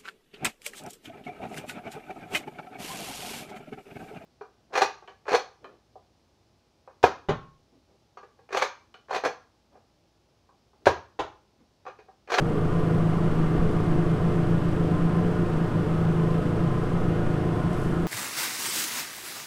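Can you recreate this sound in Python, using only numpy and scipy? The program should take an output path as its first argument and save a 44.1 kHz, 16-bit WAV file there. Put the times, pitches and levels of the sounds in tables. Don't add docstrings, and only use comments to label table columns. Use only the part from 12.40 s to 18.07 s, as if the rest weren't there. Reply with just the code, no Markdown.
import sys
import numpy as np
from scipy import signal
from scipy.fft import rfft, irfft, next_fast_len
from scipy.io import wavfile

SR = 44100
rng = np.random.default_rng(int(sys.argv[2]) if len(sys.argv) > 2 else 0)


def volts_from_decibels(level):
    exponent = np.asarray(level, float) / 20
    return 10 ** exponent


def generate_wav(sig):
    pcm = np.round(np.clip(np.atleast_2d(sig).T, -1, 1) * 32767).astype(np.int16)
    wavfile.write(sys.argv[1], SR, pcm)


N = 250047

# [t/s, crank speed/turns per s]
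THROTTLE = [(0, 25.9), (.13, 26.05), (.4, 27.1), (.62, 26.75), (.8, 27.25), (.93, 26.65), (1.36, 26.75),
            (1.49, 27.2), (1.7, 26.7), (1.88, 27.3), (2.0, 26.95), (2.26, 27.4), (2.42, 27.0), (2.65, 27.4),
            (3.4, 27.05), (4.5, 27.3), (4.7, 26.9), (5.67, 27.65)]


def throttle():
    speed, = in_time(THROTTLE)
    return 2 * np.pi * (np.cumsum(speed) / SR + .45)


# [multiple of crank speed, level/dB rms]
CRANK_ORDERS = [(1, -43), (2, -45), (3, -65.5), (4, -35.0), (5, -35.0), (7, -44.5), (8, -46.5), (9, -46.5),
                (10, -45.5), (11, -41), (12, -39), (13, -36), (14, -68), (15, -55), (16, -41.5), (17, -90),
                (18, -44), (19, -50), (20, -75), (21, -53.5), (22, -61), (23, -52)]
# [multiple of crank speed, level/dB rms]
CLATTER_ORDERS = [(24, -59), (30, -59.5), (33, -70), (34, -57.5), (36, -62.5), (39, -61.5), (42, -58),
                  (43, -75), (45, -63.5), (46, -62.5), (49, -59.5), (51, -61.5), (57, -66), (60, -62.5),
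                  (64, -67)]
# [multiple of shaft speed, level/dB rms]
PUMP_SHAFT_ORDERS = [(3, -41), (14, -52.5), (16, -51), (17, -49), (20, -58), (21, -55.5), (22, -51),
                     (23, -49), (26, -52), (27, -54), (28, -52)]
PUMP_RATIO = .9855


def firing(crank, sixth_db, panel_db, beats):
    beat = 2 * np.pi * beats
    sixth = 6 * crank - 1.2
    boom = volts_from_decibels(sixth_db) * np.cos(sixth) + volts_from_decibels(panel_db) * np.cos(sixth + beat)
    boom *= 1 + 0.079 * np.cos(beat)
    lines = orders(crank, CRANK_ORDERS, waver_db=1.8, slip=0.054, spread=0.0552)
    low = sum(line * loaded(27 * k) for line, (k, db) in zip(lines, CRANK_ORDERS))
    clatter = orders(crank, CLATTER_ORDERS, waver_db=4.0, slip=0.034, spread=.3).sum(axis=0)
    pump = orders(PUMP_RATIO * crank, PUMP_SHAFT_ORDERS, waver_db=2.5, slip=0.011, spread=.3).sum(axis=0)
    return np.sqrt(2) * boom + low + clatter + pump


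# [t/s, joint level/dB, panel over sixth level/dB]
IN_STEP = [(.08, -29.5, -10), (.357, -24, 2), (.506, -23.5, -6), (.668, -23.5, -19), (.846, -24.5, -11),
           (1.028, -23, -11), (1.249, -23, 7), (1.365, -28.5, 2), (1.48, -23.5, -3), (1.593, -22, -5),
           (1.727, -28.5, -6), (2.004, -22.5, -1), (2.142, -21, -3), (2.27, -23, -6), (2.424, -22.5, -5),
           (2.639, -23.6, -5.5), (2.784, -22.5, 7.5), (3.018, -24, 4), (3.234, -26.8, -4),
           (3.516, -25, -4.5), (3.788, -23, -13), (3.948, -25, -11), (4.118, -25.5, -8), (4.241, -23, 9),
           (4.4, -30.5, -2), (4.695, -25.5, 6), (4.793, -29, -1), (5.089, -30, -15), (5.307, -30, 22),
           (5.6, -31.5, 2)]
# [t/s, level/dB]
DAMPED_FLOOR = [
    (1.37, 0),
    (2.35, -16),
    (3.09, -14),
    (3.42, -8),
    (4.48, -8),
    (4.63, -9),
    (5.2, -6),
    (5.44, -11),
]
BEATS_PER_S, LULL_S = 7.4, .04


def throbs():
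    s, joint_db, panel_db = np.transpose(IN_STEP)
    gaps = np.diff(s, prepend=s[0])
    counted = np.cumsum(np.maximum(1, np.round(gaps * BEATS_PER_S)))
    joint_db, panel_db, beats = in_time(np.transpose([s, joint_db, panel_db, counted]))
    joint_db = joint_db + bumps(*np.transpose(DAMPED_FLOOR), LULL_S)
    sixth_db = joint_db - 20 * np.log10(1 + volts_from_decibels(panel_db))
    return sixth_db, sixth_db + panel_db, beats


def orders(turn, table, waver_db, slip, spread):
    lines = []
    for k, db in table:
        level = volts_from_decibels(db + waver_db * drift(2.8))
        lines.append(level * np.cos(k * (turn + slip * drift(1.43)) - spread * k * k))
    return np.sqrt(2) * np.array(lines)


# [f/Hz, width/Hz, level/dB rms]
PANELS = [(87.5, 34, -39), (166.8, 18.6, -33.5), (298, 6.9, -41), (356.4, 18, -47.5), (435.1, 32, -44.5),
          (488.8, 16.4, -49), (622.5, 38, -51.5), (724.3, 38, -47), (1034, 34, -55), (1172, 120, -47.5),
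          (1271, 19, -55.5), (1620, 17, -61), (1775, 17, -63), (1865, 15, -60.5), (2098, 18, -62),
          (2520, 15, -71), (3073, 59, -70), (3430, 80, -69.5)]


def hull(crank):
    shake = puffs(crank, depth=0.12)
    out = 0
    for hz, width, db in PANELS:
        ring = rms_one(resonance(resonance(shake, hz, width), hz, 2 * width))
        out = out + volts_from_decibels(db + 0.85 * drift(0.57)) * loaded(hz) * ring
    return out


# [t/s, orders 3-5 level/dB, 10-14 level/dB, 15-19 level/dB]
PASSING_WAVELETS = [(.1, 0, 2.5, 2.3), (.5, 0.5, 1.8, 3.2), (.82, -5, -2.2, -7), (1.28, -1, -1.5, 3),
                    (1.45, 0.5, 1, -5), (1.64, -1.5, 3, -.6), (1.81, 1.5, -6.5, -1), (2.02, 3, 3, -5.5),
                    (2.25, 0.8, -0.5, -3.5), (2.45, 1, 1, 2.5), (2.64, -1, 0, -4), (2.87, -1, 0.5, 5),
                    (3.02, -1.5, 1, -4), (3.28, 0.5, -1.2, -5.5), (3.92, 2, -3, 2), (4.09, 3, 0, 2.2),
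                    (4.3, 2.5, -1, -0.5), (4.58, -1.2, -3, -2.5), (5.3, 1.8, -0.5, -7), (5.62, -6, 1.5, -3)]
WAVELET_S = 0.098
LOW_LOAD_DB, LOW_EASES_DB_PER_S = 0.54, 0.24
MID_LOAD_DB, UPPER_LOAD_DB, UPPER_EASES_DB_PER_S = -1.5, 2, 0.47
TURN_S, TURN_TAKES_S, SHADED_DB, OPENED_DB = 1.97, .3, -3, 9


def loaded(hz):
    s, low_db, mid_db, upper_db = np.transpose(PASSING_WAVELETS)
    t = np.arange(N) / SR
    turned = np.clip((t - TURN_S) / TURN_TAKES_S, -.5, .5)
    if 70 < hz < 145:
        return volts_from_decibels(LOW_LOAD_DB - LOW_EASES_DB_PER_S * t + bumps(s, low_db, WAVELET_S))
    if 260 < hz < 390:
        return volts_from_decibels(MID_LOAD_DB + bumps(s, mid_db, WAVELET_S))
    if 390 <= hz < 530:
        return volts_from_decibels(UPPER_LOAD_DB - UPPER_EASES_DB_PER_S * t + bumps(s, upper_db, WAVELET_S))
    if 1100 < hz < 1300:
        return volts_from_decibels(turned * (SHADED_DB if hz < 1230 else OPENED_DB))
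    return 1


def whine(crank):
    below, main, high = orders(crank, [(37.1, -6), (38.1, -2.5), (53.1, -7)], waver_db=1.5, slip=0.026, spread=.3)
    hiss = rng.standard_normal(N)
    low_ring = volts_from_decibels(-5) * rms_one(resonance(resonance(hiss, 1041, 6.3), 1038.6, 16))
    high_ring = volts_from_decibels(-3) * rms_one(resonance(resonance(hiss, 1443, 22), 1443, 30))
    low_db, high_db = spells()
    return volts_from_decibels(low_db) * (below + main + low_ring) + volts_from_decibels(high_db) * (high + high_ring)


# [start t/s, length/s, low whine level/dB over rest, high whine level/dB over rest]
SINGING = [(.3, 0.32, 9, 3.5), (0.687, 0.21, 11, -4), (1.4, 0.14, 7, -4), (1.78, 0.16, 8, -2),
           (2.154, 0.29, 8.5, -1), (2.503, 0.34, 11, 1), (2.95, 0.16, 4.5, 4), (3.25, 0.2, 8.5, 6),
           (3.58, 0.093, 5, 4), (3.8, 0.16, 13, 3), (4.17, 0.423, 10, 1.5), (4.692, .24, 5.5, 5),
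           (5.04, 0.67, 6.5, 2.5)]
LOW_REST_DB, HIGH_REST_DB, SPELL_EDGE_S, WHINE_WAVER_DB = -54.5, -52, 0.089, 0.2


def spells():
    t = np.arange(N) / SR
    low_db, high_db = LOW_REST_DB, HIGH_REST_DB
    for s, length, low_lift_db, high_lift_db in SINGING:
        inside_s = np.minimum(t - s, s + length - t)
        on = np.clip(inside_s / SPELL_EDGE_S + .5, 0, 1)
        low_db = low_db + low_lift_db * on
        high_db = high_db + high_lift_db * on
    return low_db + WHINE_WAVER_DB * drift(15.0), high_db + WHINE_WAVER_DB * drift(5.0)


# [t/s, level/dB]
JET_PUSH = [
    (0, -1.5),
    (.9, 2),
    (2.1, -.5),
    (3.8, -1),
    (5.67, -1),
]
# [f/Hz, level/dB per Hz]
RUMBLE_SPECTRUM = [(30, -20), (50, -9.5), (100, -3), (200, 3.5), (260, -2), (400, -2.5), (560, -12.5),
                   (850, -13), (1300, -15.5), (2000, -29.5), (3500, -43)]
# [f/Hz, level/dB per Hz]
SPRAY_SPECTRUM = [(900, -17), (1500, -0.5), (1970, -6), (2400, -8), (2900, -7.5), (3540, -13),
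                  (3900, -15.5), (5000, -18), (7000, -23.5), (8500, -21.5), (9600, -27), (11500, -30),
                  (12500, -32), (15400, -36)]
RUMBLE_DB, SPRAY_DB = -36, -49
SPRAY_FOLLOWS, SPRAY_RUN_UP_DB, RUN_UP_S = .15, -2.5, 0.24


def wake(crank):
    thrust_db, = in_time(JET_PUSH)
    run_up_db = SPRAY_RUN_UP_DB * np.exp(-np.arange(N) / SR / RUN_UP_S)
    rumble_db = RUMBLE_DB + thrust_db
    spray_db = SPRAY_DB + SPRAY_FOLLOWS * thrust_db + run_up_db
    rumble = coloured(puffs(crank, depth=0.023), RUMBLE_SPECTRUM)
    fall = rng.random(N) < 400 / SR
    drop_size = volts_from_decibels(4.9 * np.minimum(rng.exponential(1, N), 3))
    drops = fall * drop_size * rng.choice([-1, 1], N)
    spray = (puffs(crank, depth=0.06) + .3 * drops) * volts_from_decibels(0.25 * drift(18))
    spray = coloured(spray, SPRAY_SPECTRUM)
    return volts_from_decibels(rumble_db + 4) * rumble + volts_from_decibels(spray_db + 1.5) * spray


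def puffs(crank, depth):
    gate = 1 + depth * (np.cos(crank) + .9 * np.cos(2 * crank) + .6 * np.cos(3 * crank))
    return rng.standard_normal(N) * gate


# [t/s, level/dB over the mean]
AIR_GUSTS = [
    (.33, 6),
    (.95, 7),
    (1.3, 7),
    (1.75, 6.5),
    (2.02, 3),
    (2.6, 4),
    (3.5, -5),
    (4.65, 11),
    (5.15, -9),
    (5.62, -2),
]
SWELL_DB, BUFFET_DB, GUSTY_DB, GUST_S = -35, -37.5, 2, 0.17


def air():
    swell, buffet = band(2.5, 10), band(10, 26)
    gust_db = bumps(*np.transpose(AIR_GUSTS), GUST_S)
    buffet_db = BUFFET_DB + 0.31 * gust_db + GUSTY_DB * drift(1.0)
    return volts_from_decibels(SWELL_DB + gust_db) * swell + volts_from_decibels(buffet_db) * buffet


# [t/s, peak level/dB, f/Hz]
POLE_KNOCKS = [
    (1.195, -17, 38),
]
# [t/s, peak level/dB, f/Hz]
CLOTH_SNAPS = [(1.893, -60, 9000), (2.1, -56, 11000), (5.072, -57, 7000), (5.172, -62, 13000),
               (5.332, -45, 7000), (5.377, -53, 14000), (5.405, -55, 13000), (5.418, -48, 9000),
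               (5.44, -55, 12000), (5.495, -54, 12000), (5.546, -56, 12000)]


def handling():
    t, out = np.arange(N) / SR, 0
    for s, peak_db, hz in POLE_KNOCKS:
        bell = np.exp(-((t - s) / 0.013) ** 2)
        out = out - volts_from_decibels(peak_db) * np.cos(2 * np.pi * hz * (t - s)) * bell
    for s, peak_db, hz in CLOTH_SNAPS:
        burst = rng.standard_normal(N) * np.exp(-np.abs(t - s) / .0012)
        out = out + volts_from_decibels(peak_db + 5) * resonance(resonance(burst + 1e-18, hz, 6000), hz, 6000)
    return out + volts_from_decibels(sleeve() + 1.5 * drift(30)) * band(4200, 11000)


SLEEVE_S, CREEP_S, RUB_ATTACK_S, RUB_HOLD_S, RUB_RELEASE_S = 5.3, .3, 0.033, .1, .07
STILL_DB, CREEP_DB, RUB_DB, AFTER_DB = -70.5, -66, -59, -62


def sleeve():
    s = SLEEVE_S + np.cumsum([-CREEP_S, CREEP_S, RUB_ATTACK_S, RUB_HOLD_S, RUB_RELEASE_S])
    return in_time(np.transpose([s, [STILL_DB, CREEP_DB, RUB_DB, RUB_DB, AFTER_DB]]))[0]


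def rms_one(x):
    return x / np.sqrt(np.mean(x ** 2) + 1e-20)


def in_time(rows):
    s, *columns = np.transpose(rows)
    return [np.interp(np.arange(N) / SR, s, c) for c in columns]


def bumps(s, db, width_s):
    t = np.arange(0, N, 64) / SR
    bells = np.exp(-((t[:, None] - s) / width_s) ** 2)
    return np.interp(np.arange(N) / SR, t, bells @ db)


def drift(rate):
    r = np.exp(-80 * np.pi * rate / SR)
    slow = signal.lfilter([1], [1, -2 * r, r * r], rng.standard_normal(N // 40 + 2002))[2000:]
    return np.interp(np.arange(N) / 40, np.arange(len(slow)), rms_one(slow - slow.mean()))


def coloured(x, spectrum):
    hz, db = np.transpose(spectrum)
    size = next_fast_len(N)
    log_hz = np.log(np.arange(size // 2 + 1) * SR / size + 1e-3)
    gain = volts_from_decibels(np.interp(log_hz, np.log(hz), db, left=-150, right=-150))
    return rms_one(irfft(rfft(x, size) * gain, size)[:N])


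def resonance(x, hz, width):
    r = np.exp(-np.pi * width / SR)
    poles = [1, -2 * r * np.cos(2 * np.pi * hz / SR), r * r]
    return signal.lfilter([(1 - r * r) / 2, 0, (r * r - 1) / 2], poles, x)


def band(low_hz, high_hz):
    edges = [(low_hz / 2, -20), (low_hz, 0), (high_hz, -2), (1.6 * high_hz, -30)]
    return coloured(rng.standard_normal(N), edges)


def scene():
    crank = throttle()
    engine = firing(crank, *throbs())
    mix = engine + hull(crank) + whine(crank) + wake(crank) + air() + handling()
    return mix[None, :]


def top_cut(x):
    return signal.sosfilt(signal.butter(12, 15220, fs=SR, output="sos"), x)


def record(dry):
    mix = .8 * np.tanh(dry / 0.79)
    return top_cut(mix)


dry = scene()
out = record(dry)
generate_wav(out)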